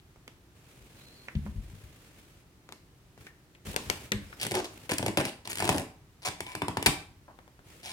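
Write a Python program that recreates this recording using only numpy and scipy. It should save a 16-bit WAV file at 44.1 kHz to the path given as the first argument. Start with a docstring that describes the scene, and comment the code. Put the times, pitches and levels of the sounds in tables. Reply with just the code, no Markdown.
"""A dog plays with a small latex balloon on a wooden living-room floor, over a steady, low room noise.
First fur and paws brush (shaped noise), the nose whistles faintly (a wavering tone) and soft blows boom.
Then claws click on the boards (short noise bursts), taps and a finger squeak touch the rubber, and a paw slaps it.
Then teeth gnaw: each stick-slip release scratches and rings the skin and the air inside (decaying modes),
and wet lips slide (smooth noise through the air modes).
Near the end come a few small knocks and a nudge, then a last light drag over the rubber."""
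import sys
import numpy as np
from scipy import signal
from scipy.fft import rfft, irfft
from scipy.io import wavfile
from scipy.ndimage import map_coordinates

SR = 44100
rng = np.random.default_rng(int(sys.argv[2]) if len(sys.argv) > 2 else 0)


def pcm_store(signal):
    """Save signal as 16-bit PCM."""
    levels = np.round(np.clip(np.atleast_2d(signal), -1, 1) * 32767)
    wavfile.write(sys.argv[1], SR, levels.astype(np.int16).T)


N = 349272  # length of the scene in samples

# Event levels are starting points: functions may trim each part of a sound up or down.
# a tooth slips once: (time [s], level [dB], depth of the bite [0-1])
SLIPS = [(4.413, -34.5, 0.08), (4.43, -30, 0.17), (4.45, -33.5, 0.44), (4.466, -31, 0.25),
         (4.51, -33, 0.52), (4.517, -29, 0.5), (4.551, -29.5, 0.2), (4.911, -32, .3), (4.917, -25, 0.48),
         (4.933, -34.5, 0.23), (4.938, -35, 0.2), (4.982, -28, 0.1), (4.993, -30, 0.9), (5.027, -27, 0.74),
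         (5.062, -25, .55), (5.081, -27.5, 0.65), (5.172, -20.5, 0.52), (5.252, -30, 0.32),
         (5.474, -35.5, 0.34), (5.518, -37.5, 0.1), (5.53, -36, 0.1), (5.555, -36.5, 0.14),
         (5.572, -35.5, 0.2), (5.584, -34.5, 0.07), (5.593, -35.5, .15), (5.602, -29, 0.44),
         (5.623, -27, .65), (5.643, -28.5, 0.6), (5.652, -30.5, 0.34), (5.676, -29, 0.55),
         (5.6905, -17.5, 0.59), (5.717, -34, .65), (5.745, -28.5, 0.78), (5.781, -30.5, 0.34),
         (6.275, -33.5, 0.54), (6.405, -32.5, 0.35), (6.551, -32.5, 0.41), (6.619, -26, 0.73),
         (6.682, -27.5, 0.68), (6.77, -25.5, 0.71), (6.826, -31, .3), (6.8605, -15, 0.26),
         (6.8657, -18.5, 0.43)]
# teeth and paws drag over the rubber:
# (time [s], length [s], level [dB], depth of the bite [0-1], typical slip rate [1/s], centre of the rasp [Hz])
RUBS = [(4.399, 0.0087, -39.5, 0.22, 300, 3480), (4.413, 0.027, -34, 0.19, 330, 3070),
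        (4.541, .062, -28.5, 0.75, 385, 4180), (4.644, .014, -37.5, 0.32, 280, 4600),
        (4.893, 0.013, -29, 0.48, 260, 2215), (5.177, 0.037, -26.5, .63, 160, 2250),
        (5.243, 0.057, -39.5, 0.4, 200, 3500), (5.45, .016, -43, 0.4, 260, 3900),
        (5.495, 0.02007, -36, 0.2, 230, 7800), (5.599, .088, -37, .5, 190, 1680),
        (5.726, 0.099, -36, 0.64, 105, 7950), (6.22, .03, -48.5, 0.28, 200, 3438),
        (6.25, .0373, -30.5, 0.39, 400, 5400), (6.466, .07, -46.5, 0.32, 180, 2300),
        (7.28, .0338, -50.5, 1, 330, 1485), (7.831, 0.088, -42.5, 0.23, 330, 4002)]
# wet lips slide over the rubber: (time [s], length [s], level [dB])
SLIDES = [(6.376, 0.24, -52.5), (7.838, 0.046, -60)]
# the air-loaded rubber skin, slow thud: (frequency [Hz], level [dB], time to fall 60 dB [s])
THUD_MODES = [(90.5, 7.5, 0.033), (158.7, -1.5, 0.093), (252.8, -3, 0.089), (304.4, -3.5, 0.16)]
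# the air-loaded rubber skin, higher ring: (frequency [Hz], level [dB], time to fall 60 dB [s])
RING_MODES = [(376, 4.5, 0.066), (525, 10.5, 0.015), (802, 7, 0.027), (897, 15, 0.014), (1013, -8.5, 0.12),
              (1650, 14, 0.0035)]
# the air inside the balloon: (frequency [Hz], level [dB], time to fall 60 dB [s])
AIR_MODES = [(1002, 5.5, 0.1), (2307, 4.5, 0.036), (3480, -1.5, 0.043)]
# the whole balloon, slapped against the floor: (frequency [Hz], level [dB], time to fall 60 dB [s])
SLAP_MODES = [(205.8, 0.64, .28), (287.4, -2, 0.19), (375, -3.5, 0.14), (470, -3, .1)]
# how freely the air inside rings, more so once the jaws ease off: (time [s], level [dB])
AIR_FREEDOM = [(5.9, -25), (6.35, -6.5), (6.58, -8.5), (6.849, -16), (7.85, -8)]
# the skin's pitch as the jaws stretch and release it: (time [s], pitch [Hz])
SKIN_PITCH = [(4.58, 469.6), (5.0, 500.4), (5.25, 524), (5.62, 790), (5.78, 443), (6.65, 980), (6.87, 780)]
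# colour of a tooth scratching rubber: (frequency [Hz], level [dB])
SCRATCH_COLOUR = [(300, 4.5), (1100, -3.5), (1700, 6), (2500, 9), (4000, 2.5), (5000, 4), (6300, -2),
                  (8500, 5.5), (12000, -5), (16000, -11)]
# colour of smooth friction: (frequency [Hz], level [dB])
SLIDE_COLOUR = [(700, -8), (2300, 4), (3200, -12)]

# claws and small knocks on the boards: (time [s], level [dB], hardness [0-1])
CLAWS = [(.16, -58, .4), (0.2782, -50.5, 0.83), (1.4642, -45, 0), (2.69, -49, 0.59), (2.723, -47, 0.82),
         (3.177, -55, 0.48), (3.743, -43, 0.56), (3.7623, -29.5, 0.79), (3.8995, -29, 0.88),
         (7.3888, -50.5, 0.4), (7.478, -55, 0.45), (7.592, -56, 0.3)]
# fingers and paws tap the taut balloon: (time [s], level [dB], hardness [0-1], pitch [Hz])
TAPS = [(1.283, -40, 0, 1820), (1.352, -50, 0.35, 2660), (3.267, -47.5, 0.54, 1840),
        (3.549, -58, 0.5, 2330), (4.119, -27.5, 0.78, 1960), (4.327, -46, 0, 1500)]
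# colour of a hard click: (frequency [Hz], level [dB])
CLICK_COLOUR = [(200, -5), (900, -13), (2800, 3), (5000, -3.5), (8000, -6), (12000, -9.5), (16000, -26)]
# colour of the knocked board: (frequency [Hz], level [dB])
WOOD_COLOUR = [(80, -26), (230, 5.5), (420, 5), (600, 1), (1000, 3), (2000, -7.5), (8000, -43)]
# direction of claws, knocks, taps, whistle and squeak, as dog and camera turn:
# (time [s], lead of the left microphone [ms])
BEARING = [(2.0, -0.15), (2.7, 0.14), (3.3, 0.12), (3.7, 0.376), (4.1, 0.24)]
# a finger squeaks as it lets the balloon go: (time [s], length [s], pitch [Hz], level [dB])
SQUEAKS = [(3.267, 0.087, 1827, -57.5)]
# the dog's nose whistles faintly: (time [s], length [s], starting pitch [Hz], level [dB])
WHINES = [(.97, .3, 4120, -63), (4.27, .11, 5000, -69)]

# soft blows on the floor and the balloon: (time [s], level [dB], pitch [Hz])
THUMPS = [(0.806, -48, 51), (1.352, -21, 125), (1.454, -33, 230), (1.488, -34, 48), (1.557, -25, 67.5),
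          (1.715, -40, 111.6), (1.832, -42, 68.3), (3.178, -49, 120), (3.67, -32, 115), (3.866, -36.5, 107),
          (4.14, -30, 85), (4.221, -40.5, 110), (6.866, -26.5, 120)]
# the floorboards under a padded blow: (frequency [Hz], level [dB], time to fall 60 dB [s])
FLOOR_MODES = [(58.8, 3, 0.097), (92.5, 0.5, 0.0975), (124.6, -3.5, 0.0897), (182, 0.5, 0.068),
               (231.4, -18, 0.11)]
# fur and paws brush over floor and rubber: (time [s], length [s], level [dB])
BRUSHES = [(0.55, 0.98, -57), (1.44, 0.998, -58), (3.176, 0.13, -57), (3.65, 0.097, -41),
           (3.742, 0.37, -47), (4.14, 0.33, -54), (4.685, 0.206, -51.5), (7.642, 0.2, -54)]
# colour of the brushing: (frequency [Hz], level [dB])
RUSTLE_COLOUR = [(100, 16.5), (400, 11), (1000, 0), (2500, 2.5), (5000, -5), (9000, -5), (16000, -11.5)]
# colour of the steady room noise: (frequency [Hz], level [dB])
ROOM_TONE_COLOUR = [(15, -28), (25, 0), (134, -0.5), (229, -11.5), (317, -7.5), (516, -18), (962, -21.5),
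                    (16000, -37.5)]
# how long the room's reflections last: (frequency [Hz], time to fall 60 dB [s])
ROOM_T60 = [(80, 0.5), (250, 0.32), (1000, 0.4142), (4000, 0.36), (14000, 0.29)]
# how strong the room's reflections are: (frequency [Hz], level [dB])
ROOM_SHARE = [(60, -7.5), (300, 2.5), (1000, -2.5), (3000, -3), (8000, -4.5), (15000, -5)]

# a stronger slip lasts longer: fade time at the usual level, and the rise in level that doubles it
SLIP_MS, USUAL_SLIP_DB, DOUBLING_DB = 1.8, -33, 10.5
GRAIN_MS = 1.3  # fade time of each tiny slip in a drag
STRETCH_BEND = 0.096  # the modes follow the skin's pitch ratio raised to this power
# a touch lighter than the usual bite tilts the scratch towards the treble; per unit of depth
USUAL_DEPTH, BRIGHTER_DB_PER_OCTAVE = .3, 3.5
# a light drag swells along its length; a deep bite grips from the start and eases off
SWELL_DB, EASE_DB_PER_DEPTH = 3.5, 12
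# slips at this rate move the skin's thud at its plain level; quicker ones lose it, slower ones gain
SLOW_SLIPS_PER_S, THUD_LOSS_DB_PER_OCTAVE = 121, 18
SLAP_S, SLAP_DB = 4.118, -28.5  # a paw slaps the balloon against the floor
CLAW_HZ = 2160  # the woody ring of a claw or small knock on the boards
HARDNESS_DB = 35  # how much louder the hardest contact clicks than the softest
LEFT_DB_PER_MS = 20  # how much louder the left side is for each ms it leads
WHINE_RISE_HZ_PER_S = 750
ROOM_TONE_DB = -58
TOP_HZ = 16200  # treble limit of the camera


def balloon(trains, lowest_hz=70, drift_s=0.00022, drifts_per_s=25):
    """Rubber skin, scratches and ringing air together; the small body radiates no deep bass."""
    scratch, skin = np.add(slips(), rubs(trains))
    add(skin, SLAP_S, burst(ring(SLAP_MODES, scatter=0), SLAP_DB))
    t = np.arange(N) / SR
    # scratches drive the air inside
    cavity = ring(AIR_MODES, scatter=0)
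    freedom = undb(np.interp(t, *np.transpose(AIR_FREEDOM)))
    air = signal.oaconvolve(scratch * freedom, cavity / np.linalg.norm(cavity))[:N]
    air = air + slides(cavity)
    # squeezing makes the air waver: read it a little early or late
    wavering_t = t + drift_s * wander(t, drifts_per_s)
    wavering_air = np.interp(wavering_t, t, air)
    return high_pass(scratch + skin + wavering_air, lowest_hz)


def slips(scratch_db=-2, ring_db=-2, thud_db=-1, lag_cycles=0.686, snap=2.2):
    """Single slips: the contact scratches, and waves run round the skin, the low ones last."""
    scratch, skin = np.zeros(N), np.zeros(N)
    for s, db, depth in SLIPS:
        glance, press = bite(depth)
        fade_ms = SLIP_MS * 2 ** ((db - USUAL_SLIP_DB) / DOUBLING_DB)
        scrape = signal.fftconvolve(crackle(fade_ms, snap), tooth(depth))
        sway = ring(skin_modes(s, db_per_octave=11.5), lag_cycles=lag_cycles)
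        thud = ring(THUD_MODES, lag_cycles=lag_cycles)
        add(scratch, s + .0005, glance * burst(scrape, db + scratch_db))
        add(skin, s, press * burst(sway, db + ring_db))
        add(skin, s, press * burst(thud, db + thud_db))
    return scratch, skin


def rubs(trains, scratch_db=-4.0, rasp_db=-6, rasp_spread=1.19, rasp_roam=.2, ring_db=-2, thud_db=-4):
    """Drags: every slip scratches, rings a new taut patch at the contact, and pushes the skin."""
    scratch, skin = np.zeros(N), np.zeros(N)
    for (s, length, db, depth, rate, rasp_hz), train in zip(RUBS, trains):
        grit, patch, pushes = np.zeros((3, int((length + .04) * SR)))
        for t, grip in train:
            patch_hz = rasp_hz * np.exp(rasp_roam * rng.uniform(-1.95, 2.1))
            patch_ring = band_pass(crackle(GRAIN_MS, spike=0.85), patch_hz, rasp_spread)
            add(grit, t, grip * crackle(GRAIN_MS, spike=1.26))
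            add(patch, t, grip * patch_ring)
            add(pushes, t, np.array([grip]))
        glance, press = bite(depth)
        scrape = signal.fftconvolve(grit, tooth(depth))
        sway = ring(skin_modes(s, db_per_octave=11.0), lag_cycles=0.86)
        heave = ring(THUD_MODES, lag_cycles=0.42)
        heave_db = thud_db - THUD_LOSS_DB_PER_OCTAVE * np.log2(rate / SLOW_SLIPS_PER_S)
        add(scratch, s, glance * burst(scrape, db + scratch_db, length))
        add(scratch, s, glance * burst(patch, db + rasp_db, length))
        add(skin, s, press * burst(signal.fftconvolve(pushes, sway), db + ring_db, length))
        add(skin, s, press * burst(signal.fftconvolve(pushes, heave), db + heave_db, length))
    return scratch, skin


def stick_slip(length, depth, rate, jitter=.25, uneven_db=3.0):
    """Rubber sticks and lets go in a quick, uneven train: a list of (time [s], grip)."""
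    gaps, sizes = rng.standard_normal((2, 64))
    times = np.cumsum(np.exp(jitter * gaps)) / rate
    times = times - times[0]
    swell_db = SWELL_DB - EASE_DB_PER_DEPTH * depth
    train = []
    for t, size in zip(times, sizes):
        if t < length:
            train.append((t, undb(uneven_db * size + swell_db * t / length)))
    return train


def bite(depth):
    """Gains of scratch and skin: a glancing tooth only scratches, a deep one moves the skin."""
    angle = np.clip(depth, 0, 1) * np.pi / 2
    return np.cos(angle), np.sin(angle)


def tooth(depth):
    """The click of a tooth on rubber: the lighter the touch, the brighter."""
    tilt = BRIGHTER_DB_PER_OCTAVE * (USUAL_DEPTH - depth)
    lowest_hz = SCRATCH_COLOUR[0][0]
    return response([(hz, db + tilt * np.log2(hz / lowest_hz)) for hz, db in SCRATCH_COLOUR])


def skin_modes(s, db_per_octave):
    """The jaws' stretch at this moment picks which skin modes speak, and bends them a little."""
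    times, pitches = np.transpose(SKIN_PITCH)
    hz = np.interp(s, times, pitches)
    bend = (hz / np.mean(pitches)) ** STRETCH_BEND
    return [(f * bend, db, t60) for f, db, t60 in favour(RING_MODES, hz, db_per_octave)]


def slides(cavity, catch_db=4, catches_per_s=55):
    """Sliding lips catch and let go, and keep the air inside singing in fits."""
    out = np.zeros(N)
    for s, length, db in SLIDES:
        t = clock(length)
        effort = np.sqrt(np.sin(np.pi * t / length)) * undb(catch_db * wander(t, catches_per_s))
        friction = effort * colour(rng.standard_normal(len(t)), SLIDE_COLOUR)
        add(out, s, burst(signal.fftconvolve(friction, cavity), db, length))
    return out


def knocks_and_taps(tock_width=.35, tock_ms=5, click_db=7.0, claw_tock_db=-2, tap_wood_db=-9.0, tap_width=0.65):
    """Claws and knocks sound the board, taps the balloon; the harder the contact, the sharper its click."""
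    out = np.zeros(N)
    for s, db, hardness in CLAWS:
        edge_db = db - HARDNESS_DB * (1 - hardness)
        sound = knock(CLAW_HZ, tock_width, tock_ms, edge_db + click_db, edge_db + claw_tock_db, db, order=1)
        add(out, s, sound)
    for s, db, hardness, hz in TAPS:
        edge_db = db - HARDNESS_DB * (1 - hardness)
        sound = knock(hz, tap_width, tock_ms, edge_db + click_db, db, db + tap_wood_db, order=2)
        add(out, s, sound)
    return out


def knock(hz, width, ms, click_db, tock_db, wood_db, order, lag_s=.0007):
    """A hard click with a short, woody resonance and the knock of the board beneath."""
    out = np.zeros(SR // 10)
    spread = 1 + abs(width) / 2
    click = signal.fftconvolve(crackle(1.0, spike=3.9), response(CLICK_COLOUR))
    tock = band_pass(crackle(ms, spike=1.07), hz, spread, order)
    wood = signal.fftconvolve(crackle(9.3, spike=19.0), response(WOOD_COLOUR))
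    add(out, lag_s, burst(click, click_db))
    add(out, lag_s, burst(tock, tock_db))
    add(out, 0, burst(wood, wood_db))
    return out


def squeak(waver=0.0209, wavers_per_s=70, rough=0.35, width_hz=200):
    """A fingertip slides off the rubber with a thin, fading squeak."""
    out = np.zeros(N)
    for s, length, hz, db in SQUEAKS:
        t = clock(length)
        pitch = hz * (1 + waver * wander(t, wavers_per_s))
        add(out, s, undb(db) * (1 - t / length) * whistle(pitch, rough, width_hz))
    return out


def whine(waver=0.0305, wavers_per_s=45, breath=1.0, width_hz=400, roundness=0.24):
    """The dog's faint, airy nasal whistle swells and fades, creeps upward and wavers."""
    out = np.zeros(N)
    for s, length, hz, db in WHINES:
        t = clock(length)
        pitch = (hz + WHINE_RISE_HZ_PER_S * t) * (1 + waver * wander(t, wavers_per_s))
        swell = np.sin(np.pi * t / length) ** roundness
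        add(out, s, undb(db) * swell * whistle(pitch, breath, width_hz))
    return out


def whistle(pitch, breath, width_hz):
    """A tone with a narrow halo of noise around its pitch."""
    t = np.arange(len(pitch)) / SR
    phase = 2 * np.pi * np.cumsum(pitch) / SR
    in_step = (1 + breath * wander(t, width_hz)) * np.sin(phase)
    out_of_step = breath * wander(t, width_hz) * np.cos(phase)
    return in_step + out_of_step


def thumps(contact_s=0.0102):
    """Padded blows: the boards' low modes ring with a soft start, strongest near the blow's own pitch."""
    out = np.zeros(N)
    for s, db, hz in THUMPS:
        boom = ring(favour(FLOOR_MODES, hz, db_per_octave=10.0))
        boom *= 1 - np.exp(-np.arange(len(boom)) / SR / contact_s)
        add(out, s, burst(high_pass(boom, 37.0), db))
    return out


def rumble(blows, db=-12, t60_s=1.0, top_hz=170):
    """The joists carry each blow on as a low, fading rumble; its level is set beside the blows."""
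    t = clock(1.2)
    low_band = signal.butter(4, [40, top_hz], "band", fs=SR, output="sos")
    tail = signal.sosfilt(low_band, rng.standard_normal(len(t)))
    fade = np.exp(-np.log(1000) * t / t60_s)
    y = signal.oaconvolve(blows, tail * fade)[:N]
    return y * undb(db) * blows.std() / y.std()


def brushing(grain_db=2.5, roundness=0.36):
    """Fur and paws rub in strokes: shaped noise that swells, fades and flickers in grains."""
    effort = np.zeros(N)
    for s, length, db in BRUSHES:
        add(effort, s, undb(db) * np.sin(np.pi * clock(length) / length) ** roundness)
    knots = clock(N / SR)[::256]  # a new random grain level every 256 samples
    grain = np.interp(np.arange(N) / SR, knots, rng.standard_normal(len(knots)))
    return colour(two_ports(N), RUSTLE_COLOUR) * effort * undb(grain_db * grain)


def room_tone():
    """The steady, mostly low noise of the room."""
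    return colour(two_ports(N), ROOM_TONE_COLOUR) * undb(ROOM_TONE_DB)


def room(x, build_s=0.00058):
    """Reflections from floor, furniture and walls, dying at their own pace in each octave."""
    t = clock(.9)
    hz = np.fft.rfftfreq(len(t), 1 / SR)
    noise, tail = rfft(two_ports(len(t))), 0
    centres = 62.5 * 2 ** np.arange(9)  # octaves [Hz]
    for centre, pick in zip(centres, np.eye(len(centres))):
        # a weight of 1 at this octave that slopes to 0 at its neighbours
        weight = lookup(np.column_stack([centres, pick]), hz)
        band = irfft(noise * weight, len(t))
        fade = np.exp(-np.log(1000) * t / lookup(ROOM_T60, centre)) * (1 - np.exp(-t / build_s))
        share = undb(lookup(ROOM_SHARE, centre))
        tail = tail + band * fade / np.sqrt(2 * np.sum(fade ** 2)) * share
    return signal.fftconvolve(x[None], tail, axes=1)[:, :N]


def place(x, lead_ms, left_db):
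    """A source to the left reaches the left microphone sooner and louder."""
    late = np.roll(x, round(lead_ms * SR / 1000))
    return np.array([x * undb(left_db / 2), late * undb(-left_db / 2)])


def pan(x):
    """Follow the bearing: the nearer microphone hears a sound sooner and louder."""
    n = np.arange(N)
    lead_ms = np.interp(n / SR, *np.transpose(BEARING))
    late = map_coordinates(x, [n - lead_ms * SR / 1000], order=5)
    left_db = LEFT_DB_PER_MS * lead_ms
    return np.array([x * undb(left_db / 2), late * undb(-left_db / 2)])


def ring(modes, scatter=0.087, lag_cycles=0):
    """Decaying modes, each randomly detuned by scatter; low waves may arrive some cycles late."""
    t = clock(max(t60 for _, _, t60 in modes) + .02)
    out = 0
    for hz, db, t60 in modes:
        age = np.maximum(t - lag_cycles / hz, 0)
        detuned = hz * (1 + scatter * rng.standard_normal())
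        out = out + undb(db - 60 * age / t60) * np.sin(2 * np.pi * detuned * age)
    return out


def favour(modes, hz, db_per_octave):
    """A contact drives best the modes that lie near its own pitch."""
    return [(f, db - db_per_octave * abs(np.log2(f / hz)), t60) for f, db, t60 in modes]


def crackle(ms, spike):
    """One release of a contact: a spike, then a dying flurry of noise."""
    t = clock(.04)
    x = rng.standard_normal(len(t)) * np.exp(-t * 1e3 / max(ms, .1))
    x[0] += spike
    return x


def two_ports(size, wide_hz=1500):
    """Diffuse noise at two close microphones: alike in the bass, unrelated in the treble."""
    mid, side = rng.standard_normal((2, size))
    hz = np.fft.rfftfreq(size, 1 / SR)
    side = irfft(rfft(side) * np.clip(hz / wide_hz, .2, 1), size)
    return np.array([mid + side, mid - side])


def wander(t, per_s):
    """Random values joined by straight lines, so many a second."""
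    return np.interp(t * per_s, np.arange(512), rng.standard_normal(512))


def colour(x, points):
    """Give steady noise a spectrum and scale it to an rms of 1."""
    gain = undb(lookup(points, np.fft.rfftfreq(x.shape[-1], 1 / SR)))
    y = irfft(rfft(x) * gain, x.shape[-1])
    return y / y.std()


def response(points, size=1024):
    """A click that has this spectrum and puts its energy as early as possible."""
    cepstrum = irfft(np.log(undb(lookup(points, np.fft.rfftfreq(size, 1 / SR)))))
    # folding the second half onto the first leaves nothing before the click's start
    cepstrum[1:size // 2] *= 2
    cepstrum[size // 2 + 1:] = 0
    return irfft(np.exp(rfft(cepstrum)))


def band_pass(x, hz, spread, order=2):
    """Keep what lies within a ratio of a frequency."""
    spread = max(spread, 1.02)
    edges = [min(hz / spread, .4 * SR), min(hz * spread, .45 * SR)]
    return signal.sosfilt(signal.butter(order, edges, "band", fs=SR, output="sos"), x)


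def high_pass(x, hz):
    """Take away what lies under a frequency."""
    inaudible = 1e-18 * rng.standard_normal(len(x))
    return signal.sosfilt(signal.butter(3, hz, "high", fs=SR, output="sos"), x + inaudible)


def burst(x, db, seconds=.01):
    """Scale a sound to the energy of a level held for so long."""
    return x * undb(db) * np.sqrt(seconds * SR / np.sum(x ** 2))


def add(track, s, x):
    """Mix a sound into a track at a time in seconds."""
    i = max(int(s * SR), 0)
    track[i:i + len(x)] += x[:max(len(track) - i, 0)]


def undb(db):
    """Decibels to gain."""
    return 10 ** (np.asarray(db) / 20)


def clock(seconds):
    """Sample times of a short stretch."""
    return np.arange(int(seconds * SR)) / SR


def lookup(points, hz):
    """Read (frequency [Hz], value) points on a log-frequency axis."""
    f, value = np.transpose(points)
    return np.interp(np.log(hz + 0.00086), np.log(f), value)  # the small offset avoids log of 0


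def scene(bounce_db=-5, bounce_ms=0.911, bounce_hz=1300, knocks_room_db=-3):
    """The direct sounds, a quick bounce of balloon and knocks off the floor, the room and the background."""
    blows, voice = thumps(), whine() + squeak()
    trains = [stick_slip(length, depth, rate) for _, length, _, depth, rate, _ in RUBS]
    direct = place(balloon(trains), lead_ms=.18, left_db=1.9)
    direct = direct + pan(knocks_and_taps() + voice)
    direct = direct + place(blows + rumble(blows), lead_ms=.03, left_db=3.3)
    # each direction gets its own flurry from a contact, so reflections do not share
    # the fine colour of the direct sound
    sideways = []
    for _ in range(2):
        side_knocks = knocks_and_taps(tock_width=1.0, tock_ms=0.093)
        sideways.append(balloon(trains) + undb(knocks_room_db) * side_knocks)
    delay = int(bounce_ms * SR / 1000)
    bounce = np.array([np.roll(high_pass(x, bounce_hz), delay) for x in sideways])
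    walls = sum(room(x + blows + voice) for x in sideways) / np.sqrt(2)
    return direct + undb(bounce_db) * bounce + walls + brushing() + room_tone()


def record(dry):
    """The camera cuts the deepest bass and the top."""
    thinned = [high_pass(channel, 40.0) for channel in dry]
    return signal.sosfilt(signal.ellip(8, .2, 80, TOP_HZ, fs=SR, output="sos"), thinned)


dry = scene()
out = record(dry)
pcm_store(out)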